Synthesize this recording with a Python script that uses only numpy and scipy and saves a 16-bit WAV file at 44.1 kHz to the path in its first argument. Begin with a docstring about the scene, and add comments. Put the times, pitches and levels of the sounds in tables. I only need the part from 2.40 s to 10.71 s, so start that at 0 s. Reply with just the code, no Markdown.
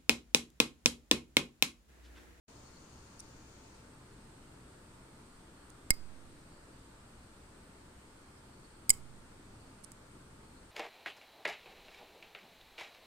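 """A soft hiss and low hum come first, with faint far-off chirps. Then, close up, a thumb ticks on a
brass flip-top lighter, flicks the lid open (one clink) and snaps it shut (the cam that holds the lid
trips, then the rim lands). Last, the closed lid gives a small knock. Each hit makes the metal ring,
and the surroundings echo faintly. Each swing of the lid pushes a puff of air at the two
microphone ports, the small holes that let the sound in."""
import sys
import numpy as np
from scipy import signal
from scipy.fft import rfft, irfft
from scipy.io import wavfile
from scipy.ndimage import uniform_filter1d, minimum_filter1d

SR = 44100
rng = np.random.default_rng(int(sys.argv[2]) if len(sys.argv) > 2 else 0)


def file_out(sig):
    """Save sig as 16-bit WAV at sys.argv[1]."""
    # one column per channel
    cols = np.atleast_2d(sig).T
    # limit, then scale
    lim = np.clip(cols, -1, 1)
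    pcm = np.round(lim * 32767).astype(np.int16)
    wavfile.write(sys.argv[1], SR, pcm)


N = 366471
BIN_HZ = np.fft.rfftfreq(2048, 1 / SR)  # the pitches at which a tone colour is worked out


def lid(chatter_db=-16, chatter_s=0.0043, crack_s=0.00068, clamp_after_s=.0062, clamp_decay_s=.0015):
    """Each hit of metal on metal makes a crack, a short rattle of the hinge, a ring and its echoes."""
    # The lid hits its stop, the cam trips, the rim lands, the closed lid knocks. Columns: start_s,
    # place, contact_s, left_lag_s, lid_db, cam_db, case_db, shell_db, crack_db, echo_db
    hits = [ (3.5051, "stop", .00094, .00029, -6.5, -23, -24, -38.8, -17, -3.5),
            (6.4938, "cam", .00137, .00031, -26.5, -8, -15, -24.4, -16, -2),
            (6.5027, "rim", .00096, .00026, -25, -23, -1.4, .5, -16, -4),
            (7.518, "rim", .00019, .000266, -62, -60, -38, -38, -42, -4)]
    # The parts that ring: lid, cam (its spring), case (lower half), shell (lid and case shut together)
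    parts = ("lid", "cam", "case", "shell")
    # Tone of the crack at each place of contact: pitch_hz, level_db
    crack_colours = { "stop": [(200, -32), (1000, -1), (1650, 2), (2700, -14), (3500, -7), (4100, 8),
                     (5500, 11), (6500, 1), (8500, 19), (11500, -14), (12800, 4), (14500, -1), (15600, -1)],
                     "cam": [(200, -30.5), (1000, -9.5), (1650, -11.5), (2700, -8), (3500, -3), (4100, -8),
                     (5500, 0.5), (6500, 1.5), (8500, -5), (11500, -8), (12800, -0.5), (14500, 1),
                     (15600, -7)], "rim": [(200, -31), (1000, 2), (1650, -7), (2700, -5), (3500, -14.5),
                     (4100, -7), (5500, -5.5), (6500, 9), (8500, -5), (11500, -7), (12800, -7.5),
                     (14500, 4), (15600, -7)]}
    # Tone of the echoes: pitch_hz, level_db
    echo_colour = [(1000, -2.5), (2100, -0.5), (4000, 4.5), (5200, -4.5), (6100, 4), (7700, -4),
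                   (8450, -6.5), (9500, -2), (11500, -3), (13000, 2.5), (15000, -2.5)]
    out = np.zeros((2, N))
    for start_s, place, contact_s, left_lag_s, *drive_db, crack_db, echo_db in hits:
        sound = metal_ring(dict(zip(parts, drive_db)), contact_s, left_lag_s)
        if place == "cam":  # the landing rim stops the ringing spring
            t = np.arange(sound.shape[1]) / SR
            sound *= np.exp(-np.maximum(t - clamp_after_s, 0) / clamp_decay_s)
        snap_and_rattle = burst(1, crack_s) + amp(chatter_db) * burst(1, chatter_s)
        crack = coloured(snap_and_rattle, crack_colours[place])
        add(sound, 0, amp(crack_db) * panned(-6) * crack)
        add(out, start_s, sound)
        add(out, start_s, coloured(surroundings(sound, echo_db), echo_colour))
    return out


def metal_ring(drive_db, contact_s, left_lag_s):
    """Each part's own tones swell while the metal touches, then die fast in the hand that holds it."""
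    # The lighter's natural tones: pitch_hz, level_db, ring_s (time to fall 60 dB), pan_db, part
    tones = [ (2135, -18.4, .047, -15, "lid"), (2759, -24, .0055, -4, "lid"), (4872, -19.5, .043, 4, "lid"),
             (5098, -23.4, .028, 11, "lid"), (5316, -20.6, .0093, 8, "lid"), (5577, -17, .0126, 0, "lid"),
             (8069, -14.7, .0048, 17, "lid"), (8886, -15.3, .01, -15, "lid"),
             (9830, -24.7, .0097, -3, "lid"), (10667, -23.4, .0092, -9, "lid"),
             (11702, -17.4, .0068, -1, "lid"), (14626, -15, .0096, -7, "lid"),
             (15011, -24.4, .015, -9, "lid"), (5005, -25.8, .043, -21, "cam"), (7784, -6.7, .032, 0, "cam"),
             (8861, -23, .021, -5, "cam"), (12107, -26.9, .013, -8, "cam"), (13244, -30.5, .011, -3, "cam"),
             (14427, -19.6, .015, 0, "cam"), (14965, -21.2, .009, 7, "cam"),
             (15299, -24.8, .019, -10, "cam"), (2133, -16.3, .019, -10, "case"),
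             (10588, -17.3, .0115, -15, "case"), (11049, -23, .0043, -15, "case"),
             (11530, -21.5, .01, -12, "case"), (14399, -19.6, .008, 2, "case"),
             (2270, -27.6, .0055, -14, "shell"), (3062, -34.1, .0195, 15, "shell"),
             (3751, -39.9, .0067, 10, "shell"), (4727, -20.4, .0106, -5, "shell"),
             (5135, -19, .0125, -14, "shell"), (5653, -29, .007, 2, "shell"),
             (6829, -19.8, .031, -6, "shell"), (7474, -19.8, .0136, 6, "shell"),
             (7822, -13.5, .023, 0, "shell"), (8211, -15, .0056, 8, "shell"),
             (8497, -8.6, .0105, -9, "shell"), (9162, -18.5, .012, -10, "shell"),
             (9703, -19, .006, -9, "shell"), (4870, -45, .4, 3, "lid"), (5030, -46, .25, 2, "cam")]
    t = np.maximum(np.arange(SR // 4) / SR - np.array([[left_lag_s], [0]]), 0)  # left is farther away
    out = np.zeros(t.shape)
    for k, (pitch_hz, level_db, ring_s, pan_db, part) in enumerate(tones):
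        decay = np.exp(-np.log(1000) * (t - contact_s) / ring_s)
        tone = amp(level_db + drive_db[part]) * decay * np.sin(2 * np.pi * pitch_hz * t)
        out += (-1) ** k * panned(pan_db) * tone  # neighbouring tones swing opposite ways
    swell = np.sin(np.pi / 2 * np.minimum(t / contact_s, 1)) ** 2
    return out * swell


def air_puffs(push_s=0.0011, lag_s=0.001713, settle_s=.035, overshoot_s=.11, left_db=-13):
    """The lid pushes air ahead and sucks it behind; the microphone settles with one long overshoot."""
    # Air moved by the swinging lid: start_s, push_db, suction_db
    puffs = [(3.5043, -22, -21.5), (6.4936, -29, -35), (6.5028, -36, -34)]
    out, t = np.zeros((2, N)), np.arange(SR) / SR
    push = np.exp(-((t - lag_s) / push_s) ** 2) * np.minimum(t / lag_s, 1)
    after = np.maximum(t - lag_s, 0)
    settling = overshoot_s * np.exp(-after / settle_s) - settle_s * np.exp(-after / overshoot_s)
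    suction = settling / (overshoot_s - settle_s) * (1 - np.exp(-after / 0.000046))
    for start_s, push_db, suction_db in puffs:
        puff = amp(push_db) * push - amp(suction_db) * suction
        add(out, start_s, amp([[left_db], [0]]) * puff)
    return out


def thumb(ping_db=-1, ping_s=0.00094, rise_s=0.00027):
    """The thumb sticks and slips: each dry tick is a tiny scrape and a ping of the hollow ports."""
    # The thumb catching on the case: start_s, level_db, decay_s, pan_db
    ticks = [(.7937, -45, .001, -3), (0.7987, -40, 0.0011, 0), (0.803, -36.5, 0.0014, -4),
             (.8062, -45, .001, -3), (3.2981, -41, .0003, -14), (3.3031, -37, .0003, -14),
             (7.437, -51, .0008, -22), (7.4413, -44, 0.00074, -22), (7.4457, -42, 0.00086, -22),
             (7.4485, -50, 0.00087, -18)]
    # Tone of the scrape, on top of the ports' own colour: pitch_hz, level_db
    scrape_tilt = [(500, -43), (2500, -23), (4200, -8.5), (5700, 5), (7500, -5), (9000, 7), (10300, 6),
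                   (12000, -2), (15000, -8)]
    # Pitches at which the ports ring: covered_left_hz, left_hz, right_hz
    port_pitches = (5780, 8400, 9000)
    covered_hz, left_hz, right_hz = port_pitches
    out, t = np.zeros((2, N)), np.arange(2048) / SR
    for start_s, level_db, decay_s, pan_db in ticks:
        colour = port_colour([start_s])[:, 0] * amp(read(scrape_tilt, BIN_HZ))
        pitch_hz = np.array([[left_hz + finger_cover(start_s) * (covered_hz - left_hz)], [right_hz]])
        envelope = np.exp(-t / min(ping_s, decay_s)) * (1 - np.exp(-t / rise_s))
        ping = np.sin(2 * np.pi * pitch_hz * t) * envelope
        tick = burst(colour, decay_s, rise_s) + amp(ping_db) * ping
        add(out, start_s, amp(level_db) * panned(pan_db) * tick)
    return out


def surroundings(sound, echo_db, near_db=-25, near_ring_s=0.04, far_db=-28.0, far_ring_s=0.255):
    """Sound scatters off the hands, bounces off floor and walls, and leaves a faint tail."""
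    # Bounces from floor and walls: delay_s, level_db
    echoes = [(.0215, -48), (.0315, -33), (.0337, -37), (.036, -34), (.0425, -40), (.069, -46)]
    t = np.arange(SR // 2) / SR
    response = np.zeros((2, len(t)))
    for level_db, ring_s, delay_s in ((near_db, near_ring_s, .002), (far_db + echo_db, far_ring_s, .025)):
        tail = rng.standard_normal(response.shape) * np.exp(-np.log(1000) * t / ring_s) * (t > delay_s)
        response += amp(level_db) * tail / np.linalg.norm(tail, axis=1, keepdims=True)
    for delay_s, level_db in echoes:
        add(response, delay_s, amp(level_db + echo_db) * panned(3.7))
    return signal.fftconvolve(sound, response, axes=1)


def rumble_and_hiss(patchy_db=0.72):
    """A low rumble that both ports share, and a separate hiss in each."""
    # How alike left and right are: pitch_hz, likeness (1 = the same, 0 = unrelated)
    likeness = [(100, .98), (270, 1), (450, 0.7), (740, -0.16), (1200, 0.56), (2000, -0.29), (3300, -0.015),
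                (15000, -0.042)]
    times = np.arange(N // 512 + 5) * 512 / SR
    draws = rng.standard_normal((5, len(times), len(BIN_HZ)))
    shared, separate = draws[0] + 1j * draws[1], draws[2] + 1j * draws[3]
    # the level wavers a little over time and pitch
    patches = evened(uniform_filter1d(uniform_filter1d(draws[4], size=10, axis=0), size=24, axis=1))
    alike = np.clip(read(likeness, BIN_HZ), -1, 1)
    spectra = np.array([shared, alike * shared + np.sqrt(1 - alike ** 2) * separate])
    spectra *= port_colour(times) * amp(patchy_db * patches)
    return signal.istft(spectra.swapaxes(1, 2), SR, nperseg=2048, noverlap=1536, scaling="psd")[1][:, :N]


def port_colour(times):
    """Background tone by side, time and pitch; a finger over the left port lowers its ringing pitch."""
    # Rumble of the surroundings: pitch_hz, left_db_per_hz, right_db_per_hz
    rumble = [(14.84, -83.5, -83.5), (34.9, -84.5, -86), (55, -82, -84.5), (91.4, -82.5, -82),
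              (162.4, -84.5, -86.5), (267, -84, -84.5), (378, -86.5, -90.5), (455, -89, -94.5),
              (780, -96, -92.5), (1022, -97, -92), (1347, -93.5, -96), (2021, -99.3, -100.3)]
    # Hiss in the ports: pitch_hz, covered_left_db_per_hz, left_db_per_hz, right_db_per_hz
    hiss = [(2750, -102.3, -105.0, -102.2), (3910, -102.8, -105.5, -104.9), (4307, -98.5, -102.5, -104.2),
            (5450, -99.5, -107.4, -108.4), (6900, -96, -107.6, -108.3), (7560, -101.9, -102.8, -105.5),
            (8500, -109.1, -99.8, -102.1), (8970, -114.3, -104.8, -101.0), (9700, -117.3, -111.8, -107.8),
            (10660, -119.3, -115.2, -113.8), (13390, -125.0, -120.8, -120.9),
            (14920, -109.1, -118.0, -117.9), (15480, -116.5, -124.1, -124.5),
            (15880, -144.7, -144.4, -144.5)]

    def joined(rumble_column, hiss_column):
        points = [(row[0], row[rumble_column]) for row in rumble]
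        points += [(row[0], row[hiss_column]) for row in hiss]
        return amp(read(points, BIN_HZ))

    covered, left, right = joined(1, 1), joined(1, 2), joined(2, 3)
    share = finger_cover(times)[:, None]
    return np.array([covered ** share * left ** (1 - share), right * np.ones_like(share)])


def finger_cover(times):
    """How much of the left port a finger covers, from 0 to 1."""
    # The finger slides away: time_s, share_covered
    cover = [(1.2, 1.0), (1.36, 0.74), (1.52, 0.0)]
    return np.clip(np.interp(times, *np.transpose(cover)), 0, 1)


def motor(waver=0.33, wander_rad=0.86):
    """A far motor hums a few tones that waver in loudness and pitch."""
    # Tones of the hum: pitch_hz, level_db, waver_rate_hz
    tones = [(20.9, -68, .5), (66, -72, 1.0), (126.5, -69, 2.0), (892, -78, 7.84), (1393, -85, 11)]
    out, t = np.zeros(N), np.arange(N) / SR
    for pitch_hz, level_db, rate_hz in tones:
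        loudness = np.sqrt(2) * amp(level_db) * (1 + waver * drift(rate_hz))
        out += loudness * np.sin(2 * np.pi * pitch_hz * t + wander_rad * drift(rate_hz))
    return out


def distant_chirps(width_hz=270, flutter_db=4.0, pan_db=3):
    """Each faint chirp is a narrow, fluttering band of noise that swells and fades."""
    # Far-off chirps: middle_s, swell_s (the fade takes as long), pitch_hz, level_db
    chirps = [(0.301, 0.29, 4400, -74), (0.597, .1, 4500, -80), (2.05, 0.09, 2950, -78),
              (3.198, 0.092, 4350, -77), (3.922, 0.11, 4600, -82), (4.141, .12, 4450, -78),
              (4.342, 0.095, 4500, -77), (4.84, 0.11, 4250, -79), (5.63, 0.093, 2950, -76),
              (5.952, .1, 5200, -80), (6.184, 0.15, 4450, -77), (6.335, 0.11, 4400, -76),
              (7.25, .1, 4550, -77), (7.6, .08, 4120, -77), (8.172, 0.11, 4250, -79)]
    out, flutter = np.zeros((2, N)), amp(flutter_db * drift(25))
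    hz = np.fft.rfftfreq(SR, 1 / SR)
    for middle_s, swell_s, pitch_hz, level_db in chirps:
        swell = signal.windows.hann(round(2 * swell_s * SR))
        band = irfft(rfft(rng.standard_normal((2, SR))) * np.exp(-((hz - pitch_hz) / width_hz) ** 2), SR)
        chirp = evened(band[:, :len(swell)]) * swell
        add(out, max(middle_s - swell_s, 0), amp(level_db) * panned(pan_db) * chirp)
    return out * flutter


def burst(colour, decay_s, rise_s=.0001):
    """A brief stereo scrape of the given tone colour that dies away."""
    noise = irfft(colour * np.exp(2j * np.pi * rng.random((2, len(BIN_HZ)))))
    t = np.arange(noise.shape[1]) / SR
    envelope = np.exp(-t / decay_s) * (1 - np.exp(-t / rise_s))
    return np.array([evened(side * envelope) for side in noise]) * np.sqrt(np.mean(envelope ** 2))


def coloured(sound, points):
    """Shapes a sound's tone by (pitch_hz, level_db) points, with nothing heard before its cause."""
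    cepstrum = irfft(np.log(amp(read(points, BIN_HZ))))
    half = len(cepstrum) // 2
    forward_only = np.r_[cepstrum[0], 2 * cepstrum[1:half]]
    response = irfft(np.exp(rfft(forward_only, len(cepstrum))))
    return signal.fftconvolve(sound, response[None, :half], axes=1)


def drift(rate_hz):
    """A slow random wobble of typical size 1, no faster than rate_hz."""
    hz = np.fft.rfftfreq(N, 1 / SR)
    return evened(irfft(rfft(rng.standard_normal(N)) * (hz < rate_hz), N))


def read(points, hz):
    """Reads between (pitch_hz, value) points, with octaves evenly spaced."""
    pitch_hz, value = np.transpose(points)
    return np.interp(np.log(hz + 1), np.log(pitch_hz + 1), value)


def amp(db):
    """Turns decibels into a gain."""
    return 10 ** (np.asarray(db) / 20)


def evened(x):
    """Scales a signal to a typical size (rms) of 1."""
    return x / np.sqrt(np.mean(x ** 2) + 1e-30)


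def panned(pan_db):
    """Two gains that put the left side pan_db above the right."""
    return amp(np.array([[pan_db], [-pan_db]]) / 2)


def add(mix, start_s, sound):
    """Adds a stereo sound to the mix at start_s."""
    part = mix[:, round(start_s * SR):][:, :sound.shape[1]]
    part += sound[:, :part.shape[1]]


def scene():
    """The lighter close up, over the background."""
    return lid() + thumb() + air_puffs() + rumble_and_hiss() + motor() + distant_chirps()


def record(dry):
    """The sound comes in after a moment; a quick limiter holds the peaks; the top treble is cut."""
    ceiling, cutoff_hz = .8, 16100
    sound = dry * amp(np.interp(np.arange(N) / SR, [.066, .079, .082], [-50, -28, 0]))
    gain = minimum_filter1d(ceiling / np.maximum(abs(sound).max(0), ceiling), size=33)
    limited = sound * uniform_filter1d(gain, size=33)
    low_pass = signal.firwin(255, cutoff_hz, window=("kaiser", 8), fs=SR)
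    return signal.oaconvolve(limited, low_pass[None], "same")


dry = scene()
out = record(dry)
file_out(out)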